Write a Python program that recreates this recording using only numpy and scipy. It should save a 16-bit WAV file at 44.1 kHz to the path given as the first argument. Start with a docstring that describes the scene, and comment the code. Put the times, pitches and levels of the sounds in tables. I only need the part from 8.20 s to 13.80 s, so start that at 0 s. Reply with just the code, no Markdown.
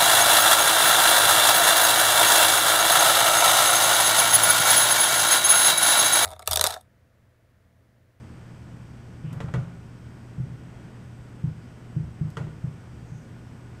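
"""A vending machine in a hard-floored lobby, heard from a phone close by.
From the start the machine hums, its compressor buzzes thinly and its fan pushes air.
A second in, a finger starts typing on the big touchscreen: each touch booms the panel, and skin
swishes on the glass. A fingernail ticks and the pane clacks twice against its frame, a lighter knock
between. Near four seconds come another tick, a clack and a faint knock, then the last touches."""
import sys
import numpy as np
from scipy import signal
from scipy.fft import rfft, irfft, next_fast_len
from scipy.io import wavfile
from scipy.ndimage import map_coordinates

SR = 44100
rng = np.random.default_rng(int(sys.argv[2]) if len(sys.argv) > 2 else 0)


def store_wav(level_fs):
    """Save 16-bit WAV to argv[1]."""
    pcm = np.round(np.clip(np.atleast_2d(level_fs), -1, 1) * 32767)
    wavfile.write(sys.argv[1], SR, pcm.T.astype(np.int16))


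N = 246959
TIME = np.arange(N) / SR
RING_TIME = TIME[:SR]  # each blow gets one second to ring out

# The pane knocks on its frame. Each row: start in seconds, level in dB, hardness as tilt in dB per
# octave, jolt to the panel in dB, signed gain of a second boom 19.5 ms after the jolt.
CLACKS = [(1.2040, -3.5, 0, -28, 0.06), (1.285, -14.5, -3.5, -35, -0.2), (1.3390, 0, -0.96, -23, -1.06),
          (4.1697, -2, -0.5, -32, 0), (4.2680, -19, -7, -35.5, -0.1)]


def undb(db):
    """Decibels to gain."""
    return 10 ** (np.asarray(db) / 20)


def fade(t60):
    """One second of exponential decay, falling 60 dB in t60 seconds."""
    return np.exp(-np.log(1000) * RING_TIME / t60)


def colour(x, points):
    """Filter causally with a spectrum of (Hz, dB) points, joined over log frequency."""
    size = 2 * next_fast_len(len(x))
    hz = np.arange(size // 2 + 1) * SR / size
    point_hz, point_db = np.transpose(points)
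    gain = undb(np.interp(np.log(np.maximum(hz, 1)), np.log(point_hz), point_db))
    cepstrum = irfft(np.log(gain))
    cepstrum[1:size // 2] *= 2  # fold to minimum phase
    cepstrum[size // 2 + 1:] = 0
    return irfft(rfft(x, size) * np.exp(rfft(cepstrum)))[:len(x)]


def band(x, lo_hz, hi_hz, order=1):
    """Band-pass."""
    return signal.sosfilt(signal.butter(order, [lo_hz, hi_hz], "band", fs=SR, output="sos"), x)


def walk(rate):
    """Random drift with a spread near 1, turning `rate` times a second."""
    knots = rng.standard_normal(256)
    return np.interp(TIME * rate, np.arange(len(knots)), knots)


def add(track, s, sound):
    """Mix a sound into a track at s seconds."""
    i = int(s * SR)
    track[i:i + len(sound)] += sound[:len(track) - i]


def tone(hz, db, flutter_db, wander_hz, wander_rate=12):
    """A running machine's tone, unsteady in level and pitch."""
    phase = 2 * np.pi * (np.cumsum(hz + wander_hz * walk(wander_rate)) / SR + rng.random())
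    return np.sqrt(2) * undb(db + flutter_db * walk(7)) * np.sin(phase)


def drone(hz, width_hz, db):
    """A resonance shaken at random swells and fades."""
    shaken = band(rng.standard_normal(N), hz - width_hz / 2, hz + width_hz / 2)
    return undb(db) * shaken / np.std(shaken)


def hum():
    """Motor and mains hum while sheet metal drones in the air stream."""
    # Motor and mains tones. Each row: pitch in Hz, rms level in dB, flutter in dB, wander in Hz.
    tones = [(67.6, -64, -9, 2.38), (81.2, -58, 7.5, 0.47), (98.5, -63.5, 1.5, 2.7),
             (119.74, -45.5, -1, 0.12), (545, -87.5, 16, 0.77), (1455, -69.5, 1, 0.94)]
    # Sheet-metal resonances. Each row: centre in Hz, width in Hz, rms level in dB.
    sheets = [(158.9, 14, -55), (230.9, 10.5, -58)]
    return sum(tone(*row) for row in tones) + sum(drone(*row) for row in sheets)


def compressor(turn_hz=58.9, rattle_db=-63.5):
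    """The same tiny rattle rings the shell on every shaft turn; thin wavering tones stand out."""
    # The compressor's whine. Each row: pitch in Hz, rms level in dB.
    whine_tones = [(3020, -83.5), (3198, -86), (3257, -87), (4651, -87), (4705, -83.5), (5001, -85),
                   (5346, -83.5), (5464, -89), (5814, -87.5), (6040, -88), (6568, -90), (7031, -89),
                   (7381, -91), (7671, -91), (7962, -86), (8021, -85), (8484, -88), (14955, -101)]
    # Shell resonances that colour the buzz. Each row: frequency in Hz, gain in dB.
    shell = [(2500, -20), (3100, 0), (3900, -14), (4800, -2), (6000, -2), (6900, -8), (7700, -6), (8000, 1),
             (8450, 2), (8900, -10), (10800, -14), (13000, -26)]
    size = int(SR / turn_hz)
    rattle = irfft(np.exp(2j * np.pi * rng.random(size // 2 + 1))) * np.sqrt(size)
    turns = np.cumsum(turn_hz * (1 + .0011 * walk(9.9))) / SR
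    buzz = map_coordinates(rattle, [turns % 1 * len(rattle)], order=3, mode="grid-wrap")
    whine = sum(tone(hz, db, flutter_db=3.2, wander_hz=4, wander_rate=30) for hz, db in whine_tones)
    return undb(rattle_db) * colour(buzz, shell) + whine


def fan(rest_db=1.4, swell_db=2.5, swell_s=2.63, spread_s=0.15):
    """Broad air noise whose middle range flutters a little and swells once."""
    # Fan air in the lobby. Each row: frequency in Hz, density in dB per Hz before the middle is lifted.
    spectrum = [(20, -80.5), (48, -73), (95, -70.5), (175, -69.5), (260, -75), (520, -86), (1100, -91),
                (1600, -92.5), (2700, -98.5), (4000, -106.5), (8300, -110), (9400, -116), (11000, -116),
                (14000, -121)]
    air = colour(rng.standard_normal(N), spectrum) * np.sqrt(SR / 2)
    middle = band(air, 290, 3800)
    swell = np.exp(-((TIME - swell_s) / spread_s) ** 2)
    lift_db = rest_db + swell_db * swell + .5 * walk(12)
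    return air + (undb(lift_db) - 1) * middle


def ring(modes):
    """Struck modes dying away."""
    return sum(undb(db) * fade(t60) * np.sin(2 * np.pi * hz * RING_TIME) for hz, db, t60 in modes)


def thump(db, tilt_db):
    """One blow on the panel; its evenly spaced low modes beat, so the boom throbs about every 35 ms."""
    # The panel's bending modes. Each row: frequency in Hz, relative level in dB, t60 in seconds.
    bending = [(51.3, -2.5, 0.34), (74, 2, 0.24), (100.1, 2.5, 0.42), (128.3, 4, 0.26), (155.35, 3, 0.25),
               (171.6, -16.5, 1), (200.6, -13, 0.58), (237, -32, 0.44), (320.3, -2.5, 0.16),
               (454, -22, 0.2)]
    modes = [(hz, mode_db + tilt_db * np.log2(hz / 140), t60) for hz, mode_db, t60 in bending]
    boom = band(ring(modes), 129, 162.4)  # the cabinet behind the panel favours one broad band
    lobby = band(rng.standard_normal(len(RING_TIME)), 97, 300, order=2) * fade(0.54) * (1 - fade(0.07))
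    return undb(db) * (boom + undb(-5) * lobby)


def boom_pair(db, tilt_db, second_gain, lag_s=.0195):
    """A boom, and a second just after it that changes which low note of the panel rings on."""
    out = thump(db, tilt_db)
    add(out, lag_s, second_gain * thump(db, tilt_db))
    return out


def panel(rebound_s=.037, rebound_db=-24.5):
    """Fingertips boom the panel; each knock of the pane jolts it too, and it swings back."""
    # Finger on the panel. Each row: start in seconds, level in dB, direction (1 in, -1 springing back),
    # hardness as tilt in dB per octave, signed gain of a second boom 19.5 ms later.
    touches = [(1.0403, -27.5, -1, 4, 0.22), (1.1250, -31, 1, 1, 0), (1.1692, -31, -1, -1, 0.12),
               (2.1791, -28.5, 1, -1.5, -1.58), (2.308, -38, -1, -2, 0.048), (3.2391, -20.5, 1, -2, 0.045),
               (3.7638, -20.5, 1, 3.5, 0.077), (4.0108, -21, 1, 2, 0.14), (4.4398, -24, 1, -1, -0.066),
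               (4.9169, -34.5, 1, 5, 0.054)]
    out = np.zeros(N)
    for s, db, direction, tilt_db, second_gain in touches:
        add(out, s, direction * boom_pair(db, tilt_db, second_gain))
    for s, db, _, jolt_db, second_gain in CLACKS:
        add(out, s, -boom_pair(jolt_db, tilt_db=4, second_gain=second_gain))
        add(out, s + rebound_s, thump(db + rebound_db, tilt_db=-1))
    return out


def skim():
    """Soft swishes as skin rubs over the glass."""
    # Each row: middle and spread in seconds, gain in dB, low and high band edges in Hz.
    swishes = [(1.1, 0.061, -47, 2170, 3000), (1.12, 0.027, -19, 212, 270), (1.159, 0.062, -38, 440, 1410),
               (4.96, 0.11, -55, 5800, 6900)]
    out = np.zeros(N)
    for s, spread_s, db, lo_hz, hi_hz in swishes:
        envelope = np.exp(-((TIME - s) / spread_s) ** 2)
        out += undb(db) * envelope * band(rng.standard_normal(N), lo_hz, hi_hz, order=2)
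    return out


def burst(contact_t60, scatter_db, scatter_t60, room_db, room_t60):
    """A hard contact, its reflections off the cabinet, then the lobby's tail."""
    scatter = undb(scatter_db) * fade(scatter_t60)
    room = undb(room_db) * fade(room_t60)
    power = fade(contact_t60) ** 2 + scatter ** 2 + room ** 2
    return np.sqrt(power) * rng.standard_normal(len(RING_TIME))


def nail():
    """A fingernail meets the glass in light, bright ticks."""
    # Each row: start in seconds, relative level in dB.
    ticks = [(1.1282, 0), (4.1028, -6)]
    # The tick's colour. Each row: frequency in Hz, gain in dB.
    spectrum = [(300, 2), (1000, 6), (2000, 2), (3500, -2), (6000, 1), (10500, -2), (15000, -11)]
    out = np.zeros(N)
    for s, db in ticks:
        add(out, s, undb(db - 45) * colour(burst(.02, -6, .08, -17, .4), spectrum))
    return out


def pane(chatter_s=0.006, chatter_db=-5):
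    """Glass knocks on the frame and chatters once: two cracks and the ring of the metal."""
    # Modes of pane and frame. Each row: frequency in Hz, relative level in dB, t60 in seconds.
    modes = [(317, -11, 0.29), (455.5, 4, 0.19), (369, -3.5, 0.21), (553, -5.5, 0.5), (639, -9, 0.58),
             (726, -10, 0.093), (904, 0, 0.091), (1012, -2.5, 0.14), (1187, -8, 0.25), (1230, -12, 0.21),
             (1414, -5, 0.11), (1876, -6, 0.15), (1970, -5.5, 0.094), (2234, -10.5, 0.12), (2790, -21, 0.1),
             (2936, -10.5, 0.063), (3280, -7, 0.055), (3490, -20, .08)]
    # The knock's colour. Each row: frequency in Hz, gain in dB.
    spectrum = [(150, -3.5), (350, 5), (620, -1), (800, 2), (1000, -3.5), (1430, 4.5), (1640, -5),
                (1900, -6), (2500, -9.5), (3400, -13), (4600, -19), (7800, -20.5), (11000, -32.5),
                (15000, -42)]
    out = np.zeros(N)
    metal = undb(-38) * (ring(modes[::2]) - ring(modes[1::2]))  # alternate modes swing opposite ways
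    for s, db, tilt_db, *_ in CLACKS:
        contact = burst(0.011, -9, 0.094, -16.5, 0.63)
        add(contact, chatter_s, undb(chatter_db) * burst(0.0038, -12, 0.14, -37, 0.2))
        tilted = [(hz, point_db + tilt_db * np.log2(hz / 1400)) for hz, point_db in spectrum]
        crack = colour(contact, tilted) * (1 - fade(0.00089))
        add(out, s, undb(db) * (metal + undb(-16) * crack))
    return out


def scene():
    """Touches over the running machine, close up and in mono."""
    return (hum() + panel() + pane() + nail() + skim() + compressor() + fan())[None]


def record(dry):
    """The phone, close to the screen, cuts the top above 15.3 kHz."""
    return signal.sosfilt(signal.ellip(10, .2, 80, 15300, fs=SR, output="sos"), dry)


dry = scene()
out = record(dry)
store_wav(out)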